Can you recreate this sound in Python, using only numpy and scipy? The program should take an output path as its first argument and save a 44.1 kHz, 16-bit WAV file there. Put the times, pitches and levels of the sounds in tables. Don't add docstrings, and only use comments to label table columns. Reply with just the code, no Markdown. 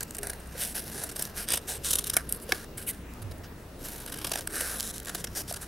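import sys
import numpy as np
from scipy import signal
from scipy.fft import rfft, irfft, next_fast_len
from scipy.io import wavfile

SR = 44100
rng = np.random.default_rng(int(sys.argv[2]) if len(sys.argv) > 2 else 0)


def materialize(psi):
    bounded = np.clip(np.atleast_2d(psi).T, -1, 1)
    quanta = np.round(bounded * 32767).astype(np.int16)
    wavfile.write(sys.argv[1], SR, quanta)


N = 250047

# frequency_hz, density_db
AIR_SPECTRUM = [(22, -41), (40, -13), (70, -4.5), (150, -7.5), (400, -12), (800, -20.5), (1600, -25),
                (2600, -30.5), (6000, -36.5), (16000, -38)]
# frequency_hz, correlation (-1 to 1)
AIR_CORRELATION = [(60, 1), (240, 0.96), (950, 0.68), (3770, 0.45), (15000, 0.5)]
# frequency_hz, level_db (rms, before its drift), phase_waver_rad
HUM_LINES = [(29.5, -55, .6), (59.8, -53, .9), (15734, -67, 1.2)]
AIR_DB = -45
ROOM_T60_S, ROOM_DB, WALL_CUT_HZ = 0.12, -16, 1700
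# start_s, level_db (before swell and
# decay), pitch_hz, t60_s
BUMPS = [(.187, -40.5, 411, 0.54), (.551, -34, 520, 0.069), (0.953, -38, 394, 0.09),
         (1.038, -38, 652, 0.13), (2.167, -16.5, 654, 0.02), (2.492, -24, 510, 0.037),
         (2.523, -22.5, 760, 0.034), (2.526, -15, 383, 0.016), (3.208, -33, 100.5, 0.27),
         (3.246, -25.5, 96, 0.11), (3.286, -31.5, 82.3, 0.27), (3.371, -39, 83.6, 0.26),
         (4.519, -38, 399.5, 0.15), (4.606, -32.5, 464, 0.04), (5.15, -38.5, 663, 0.054),
         (5.511, -22.5, 660, 0.022)]
# start_s, level_db
CLACKS = [(2.171, -19.5), (2.521, -12)]
# frequency_hz, level_db (relative to the clack), t60_s
HANDLE_MODES = [(1700, -1, .022), (2200, -1, .02), (3100, -7, .015)]
# start_s, level_db
CRACKS = [(0.431, -45), (1.223, -19), (2.3259, -18), (2.4008, -30), (3.1376, -33), (4.409, -20.5),
          (4.476, -22), (4.5569, -18.5), (4.7997, -12.5), (4.8066, -8), (4.8289, -17), (4.876, -19.5),
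          (4.9816, -21)]
# time_s, pitch_hz, level_db
RASP = [(2.866, 2780, -65), (2.875, 3040, -38.5), (2.882, 2150, -41), (2.909, 2030, -44),
        (2.914, 2100, -71)]

# frequency_hz, width_hz, level_db (relative)
EDGE_MODES = [(7800, 1400, -5), (8550, 530, 0), (9400, 700, -2), (10400, 880, 1)]
# frequency_hz, width_hz, level_db (relative)
TIP_MODES = [(12130, 2140, 0), (14330, 1700, -7), (15400, 800, -8.5)]
# frequency_hz, width_hz, level_db (relative)
FLAT_MODES = [(2910, 750, -2), (3890, 620, -0.65), (4645, 600, 1), (5470, 1230, 0.16)]
# frequency_hz, width_hz, level_db (relative)
SHEET_MODES = [(343, 320, -3), (648, 374, 1), (1094, 370, -2.5), (1583, 300, 3), (2150, 114, -6.5),
               (2176, 68, -4)]

# start_s, end_s, level_db, flats_db (relative to level_db)
CHATTER = [(0.058, .48, -53.5, -16), (3.85, 4.03, -42, -7), (5.245, 5.29, -49.5, 5)]
CHATTER_GAP_S, CHATTER_MS, CHATTER_SPREAD_DB = .027, 7.6, 1.5
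# start_s, level_db, length_ms, flats_db (relative to level_db)
JERKS = [(.0065, -28, 4.5, -9), (.0282, -31.5, 7.9, -10), (0.1073, -34.5, 3.3, -9.5),
         (0.147, -37.5, 10.4, -7.5), (.168, -37, 2.6, -12), (.183, -32, 7.1, -8), (0.2308, -26.5, 2.9, -9),
         (.27, -29.5, 3.4, -8), (0.2963, -33, 10.4, -5.5), (0.332, -39.5, 5.6, -4.5),
         (1.0354, -31, 8.9, -10), (1.09, -40, 16, -2.5), (1.114, -41.5, 15, -5), (1.159, -33.5, 11, -4),
         (1.1933, -27.5, 5.4, -6.5), (1.222, -23.5, 4.5, -15), (1.252, -30, 3.2, -6.5),
         (1.4867, -26, 3.5, -4), (1.5031, -26.5, 5.5, -6), (1.519, -24.5, 7, -7), (1.5327, -25, 16, -4),
         (1.5553, -30.5, 7.5, -11), (1.5714, -28, 7.7, -4), (1.846, -25, 2.1, -5), (1.8538, -31, 7.7, -11),
         (1.906, -22.5, 10.7, -8), (1.9307, -21.5, 9, -5), (1.9541, -22.5, 6.9, -5.5),
         (1.985, -25.5, 11, -4), (2.0402, -30.5, 6.2, -6), (2.068, -30, 13.6, -7.5), (2.0969, -25, 7, -6),
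         (2.1335, -30.5, 14, -5), (2.1658, -18, 9, -9.5), (2.291, -32, 9.8, -14), (2.3239, -18, 1.5, -28),
         (2.347, -33, 3.1, -12), (2.4903, -40, 7.1, -4), (2.5211, -25.5, 4.3, 3.5),
         (2.774, -37.5, 11, -10.5), (2.8247, -42, 6.8, -4.5), (3.2173, -47, 16, -4.5), (3.31, -52, 16, 3),
         (3.38, -54, 4.6, -6), (4.0613, -34.5, 3.9, -6.5), (4.0747, -41, 15.4, -3), (4.095, -41.5, 9.9, -4),
         (4.121, -34.5, 11, -4.5), (4.1395, -37.5, 8.6, -2.5), (4.172, -34, 4.1, -17),
         (4.185, -37, 7.3, -2.5), (4.2135, -43, 7.8, 4), (4.244, -32, 9.2, 2.5), (4.2688, -31, 9.2, -1.5),
         (4.2942, -31, 2.6, -6), (4.3154, -27.5, 8.8, 0), (4.334, -32.5, 8.8, 1), (4.3558, -31.5, 4.2, 1),
         (4.3744, -39, 3.2, 4), (4.385, -37.5, 12, -2), (4.4726, -31, 4.2, -4.5), (4.606, -28, 6.8, -3.5),
         (5, -35, 3.1, -7), (5.031, -43, 2.5, -8), (5.048, -36.5, 2.9, -5), (5.057, -33, 2.2, -2),
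         (5.07, -40, 3.7, -3), (5.082, -37, 3.9, 1), (5.0926, -34.5, 8.7, -0.5), (5.147, -30.5, 10, -3),
         (5.1982, -45, 18, -6), (5.2405, -32.5, 10.5, -3), (5.5239, -30, 5, -9), (5.538, -37.5, 10, -2),
         (5.5603, -39, 14.5, -2.5)]
# time_s, sheet_db (relative to the flats)
JERK_SHEET = [(0, -4), (.3, 1.5), (1.15, -3), (1.25, -13), (1.55, -4), (1.9, -9.5), (2.1, -11),
              (2.17, -0.5), (2.3, -16), (2.52, -6), (4.1, -1.5), (4.3, -5.5), (4.5, 3), (5.07, -9),
              (5.2, -0.5), (5.55, -3.5)]
JERK_TIPS_DB = -5
# start_s, length_s, loudest (share of length, 0-1),
# level_db (at the loudest), fade_db (fall by the end), flats_db, sheet_db, tips_db (relative to level_db)
STROKES = [(0, 0.031, 0, -42, 9, -3, 3, -9), (0.225, 0.14, 0, -41.5, 24, -4, 2.5, -9),
           (0.507, 0.084, 0.7, -50, 2, -2, 1.5, -3), (0.564, 0.18, 0.32, -29.5, 19.5, -6.5, -13, -4.5),
           (0.738, 0.074, 0.26, -35, 5, -3, -5.5, -1.5), (.79, 0.2, 0.1, -47, 4, -3.5, -5, 0.5),
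           (0.897, 0.19, 0.55, -39, 8, -5.5, -6, -6.5), (1.146, 0.16, 0.35, -38.5, 15, -4.5, -7.5, -2),
           (1.341, 0.12, 0.42, -34.5, 11.5, -5, -9, -3.5), (1.466, 0.13, .4, -31, 16.5, -2, -7, -12),
           (1.665, 0.12, 0.23, -32, 12, -5, -8.5, -5), (1.827, 0.21, 0.2, -29.5, 17, -4.5, -11, -7),
           (2.044, 0.13, 0.1, -43, 14, -2, -9, -5), (2.134, 0.12, 0.41, -42, 23, -6, 0, -8),
           (2.289, 0.09, .4, -42, 5, -12, -13.5, -3), (2.406, 0.048, 0.3, -44, 7, -15, -17, -5),
           (2.466, 0.19, 0.2, -46.5, 4.5, -2, -1, -4), (2.77, 0.12, 0, -42, 19, -6.5, -8.5, -4),
           (2.86, 0.06, 0.5, -29, 9, -11.5, -19, -2), (2.909, 0.12, .05, -51.5, 13, -4, -3, -4),
           (3.431, 0.042, 0.16, -56.5, 7, 8, 5, -8), (3.788, 0.31, 0.33, -45.5, 12.5, -1, -3.5, 1),
           (4.043, 0.39, 0.58, -48, 0.5, 1.5, -0.5, -1), (4.49, 0.37, 0.23, -34.5, 9, -4.5, -3.5, -4),
           (4.751, 0.17, 0.83, -36.5, 3, -6.5, -12, -7), (4.918, 0.1, 0.42, -39.5, 17, -7, -12, -7),
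           (5.062, 0.082, 0.14, -40.5, 14, -2, -2, -11), (5.132, 0.093, 0.3, -42, 1, -4, -7.5, -11),
           (5.344, .085, .35, -34, 7, -3.5, -7.5, -2.5), (5.469, 0.056, .6, -37, 8, -1.5, -11.5, -5),
           (5.604, 0.062, 0.17, -43, 15, -5, -4.5, -4)]
RISE_DB, RISE_BEND, FALL_BEND = 19, 1.86, 1.24
STICK_S = 0.0097
TOUCH_DB, APART_DB = -60.5, -73.5
APART_START_S, APART_END_S = 2.64, 3.79
WORK_PAN_DB = -1.0
CUTOFF_HZ = 16650


def from_db(db):
    return 10 ** (np.asarray(db) / 20)


def rms_one(x):
    return x / np.sqrt(np.mean(x ** 2) + 1e-20)


def at_hz(points, hz):
    frequency_hz, value = np.transpose(points)
    return np.interp(np.log(hz), np.log(frequency_hz), value)


def drift(rate_hz):
    pole = np.exp(-2 * np.pi * rate_hz * 40 / SR)
    noise = rng.standard_normal(N // 40 + 2002)
    slow = signal.lfilter([1], [1, -2 * pole, pole * pole], noise)[2000:]
    return np.interp(np.arange(N) / 40, np.arange(len(slow)), rms_one(slow))


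def ring(start_s, level_db, hz, t60_s):
    t = np.maximum(np.arange(N) / SR - start_s, 0)
    swell = 1 - np.exp(-t * hz / 0.59)
    return from_db(level_db - 60 * t / t60_s) * swell * np.sin(2 * np.pi * hz * t)


def body(x, modes, wander_db):
    out, power = 0, 0
    for k, (hz, width_hz, level_db) in enumerate(modes):
        r = np.exp(-np.pi * width_hz / SR)
        b = (1 - r * r) / 2 * np.array([1, 0, -1])
        a = [1, -2 * r * np.cos(2 * np.pi * hz / SR), r * r]
        gain = from_db(level_db + wander_db * drift(2.22))
        out = out + (-1) ** k * gain * signal.lfilter(b, a, x)
        power += from_db(2 * level_db) * (1 - r * r) / 2
    return out / np.sqrt(power)


def hum():
    t = np.arange(N) / SR
    out = 0
    for hz, level_db, waver_rad in HUM_LINES:
        amplitude = np.sqrt(2) * from_db(level_db + 2.94 * drift(3.4))
        out = out + amplitude * np.sin(2 * np.pi * hz * t + waver_rad * drift(5.1))
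    return out


def air(patchy_db):
    out, edges_hz = 0, np.geomspace(20, 16200, 20)
    white = rng.standard_normal((2, 2, N))
    for k, (low, high) in enumerate(zip(edges_hz, edges_hz[1:])):
        band = signal.butter(2, [low, high], "band", fs=SR, output="sos")
        mid, side = signal.sosfilt(band, white[k % 2])
        hz = np.sqrt(low * high)
        alike = np.clip(at_hz(AIR_CORRELATION, hz), -1, 1)
        gain = from_db(at_hz(AIR_SPECTRUM, hz) + patchy_db * drift(3.9))
        out = out + gain * (np.sqrt(1 + alike) * mid + np.sqrt(1 - alike) * side * [[1], [-1]])
    return from_db(AIR_DB) * rms_one(out)


def room(x):
    size = next_fast_len(N + SR)
    w = 2 * np.pi * np.arange(size // 2 + 1) / size
    wall_loss = 1 / (1 + 1j * w * SR / (2 * np.pi * WALL_CUT_HZ))
    response = np.zeros((2, size // 2 + 1), complex)
    for k, lag_s in enumerate(rng.uniform(0.0039, .03, 16)):
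        loop = from_db(-60 * lag_s / ROOM_T60_S) * wall_loss * np.exp(-1j * w * lag_s * SR)
        response[k % 2] += (-1) ** (k // 2) * loop / (1 - loop)
    return irfft(response * rfft(x, size), size)[:, :N]


def near_reflections(x, side_db):
    t = np.arange(400) / SR
    scatter = rng.standard_normal(len(t)) * from_db(-60 * t / 0.019)
    side = signal.fftconvolve(x, scatter / np.linalg.norm(scatter))[:N]
    return x + from_db(side_db) * side * [[1], [-1]]


def bumps():
    return sum(ring(*bump) for bump in BUMPS)


def clacks():
    return sum(ring(start_s, clack_db + mode_db, hz, t60_s)
               for start_s, clack_db in CLACKS for hz, mode_db, t60_s in HANDLE_MODES)


def rasp():
    time_s, pitch_points, level_points = np.transpose(RASP)
    t = np.arange(N) / SR
    pitch_hz, level_db = np.interp(t, time_s, pitch_points), np.interp(t, time_s, level_points)
    sounding = level_db > level_db.min()
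    phase = 2 * np.pi * np.cumsum(pitch_hz * (1 + .04 * drift(154))) / SR
    return sounding * from_db(level_db + 2.7 * drift(120)) * np.sin(phase)


def cracks():
    clicks = np.full(N, 1e-18)
    for start_s, level_db in CRACKS:
        clicks[int(start_s * SR)] = from_db(level_db + 8.0)
    shiver = signal.lfilter([1], [1, -.975], clicks) * rng.standard_normal(N)
    band = signal.butter(2, [3200, 13000], "band", fs=SR, output="sos")
    return signal.sosfilt(band, clicks + 0.14 * shiver)


def fibres(per_s, spread_db):
    size_db = spread_db * np.minimum(rng.exponential(1, N), 4)
    sizes = from_db(size_db) * rng.choice([-1, 1], N)
    return rms_one(sizes * (rng.random(N) < per_s / SR))


def chatter():
    rows = []
    for start_s, end_s, level_db, flats_db in CHATTER:
        gap, strength, size = rng.standard_normal((40, 3)).T
        times = start_s + np.cumsum(CHATTER_GAP_S * np.exp(0.347 * gap)) - CHATTER_GAP_S
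        levels_db = level_db + CHATTER_SPREAD_DB * strength
        lengths_ms = CHATTER_MS * np.exp(0.86 * size)
        rows += [(s, jerk_db, length_ms, flats_db)
                 for s, jerk_db, length_ms in zip(times, levels_db, lengths_ms) if s < end_s]
    return rows


def jerks(roundness):
    power = np.zeros((4, N))
    for start_s, level_db, length_ms, flats_db in JERKS + chatter():
        u = np.linspace(0, 1, int(max(length_ms, 1) * SR / 1000))
        shape = np.sin(np.pi * u ** 0.53) ** roundness
        sheet_db = flats_db + np.interp(start_s, *np.transpose(JERK_SHEET))
        levels = from_db(level_db + np.array([[0], [flats_db], [sheet_db], [JERK_TIPS_DB]]))
        at = int(start_s * SR)
        power[:, at:at + len(u)] += ((levels * rms_one(shape)) ** 2)[:, :N - at]
    return power


def strokes():
    t = np.arange(N) / SR
    apart = (t > APART_START_S) & (t < APART_END_S)
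    power = np.ones((4, 1)) * from_db(2 * np.where(apart, APART_DB, TOUCH_DB))
    for start_s, length_s, loudest, level_db, fade_db, *parts_db in STROKES:
        u, top = np.linspace(0, 1, int(length_s * SR)), np.clip(loudest, .02, .98)
        rise_db = RISE_DB * np.abs(1 - u / top) ** RISE_BEND
        fall_db = fade_db * np.abs((u - top) / (1 - top)) ** FALL_BEND
        levels_db = level_db - np.where(u < top, rise_db, fall_db) + np.array([0, *parts_db])[:, None]
        ramp = np.minimum(np.minimum(u, 1 - u) * length_s / STICK_S, 1)
        at = int(start_s * SR)
        power[:, at:at + len(u)] += (from_db(2 * levels_db) * ramp ** 2)[:, :N - at]
    return power


def cutting():
    slide = strokes()
    looseness = np.clip((-31 - 10 * np.log10(slide[0])) / 15, .3, 1)
    judder_db = 2.6 * looseness * drift(94)
    fine_grain = fibres(per_s=14000, spread_db=2.5)
    stray_ticks = fibres(per_s=200, spread_db=1.0)
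    power = slide * from_db(2 * judder_db) + jerks(roundness=0.38)
    to_edges, to_flats, to_sheet, to_tips = np.sqrt(power) * (fine_grain + 0.49 * stray_ticks)
    edges = body(to_edges, EDGE_MODES, wander_db=2.0) + body(to_tips, TIP_MODES, wander_db=0.0)
    flats = body(to_flats, FLAT_MODES, wander_db=1.3)
    sheet = body(to_sheet, SHEET_MODES, wander_db=2.0)
    return edges, flats, sheet


def scene():
    edges, flats, sheet = cutting()
    edges = edges + cracks()
    sheet = sheet + clacks() + rasp()
    close = (near_reflections(edges, side_db=-15) + near_reflections(flats, side_db=-13)
             + near_reflections(sheet, side_db=-24))
    close = close * from_db(WORK_PAN_DB / 2 * np.array([[1], [-1]]))
    low = bumps()
    wet = from_db(ROOM_DB) * room(edges + flats + sheet + 1.3 * low)
    background = (air(patchy_db=1.85) + hum()) * from_db([[.3], [-.3]])
    return close + low + wet + background


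def record(dry):
    return signal.sosfilt(signal.cheby2(14, 70, CUTOFF_HZ, fs=SR, output="sos"), dry)


dry = scene()
out = record(dry)
materialize(out)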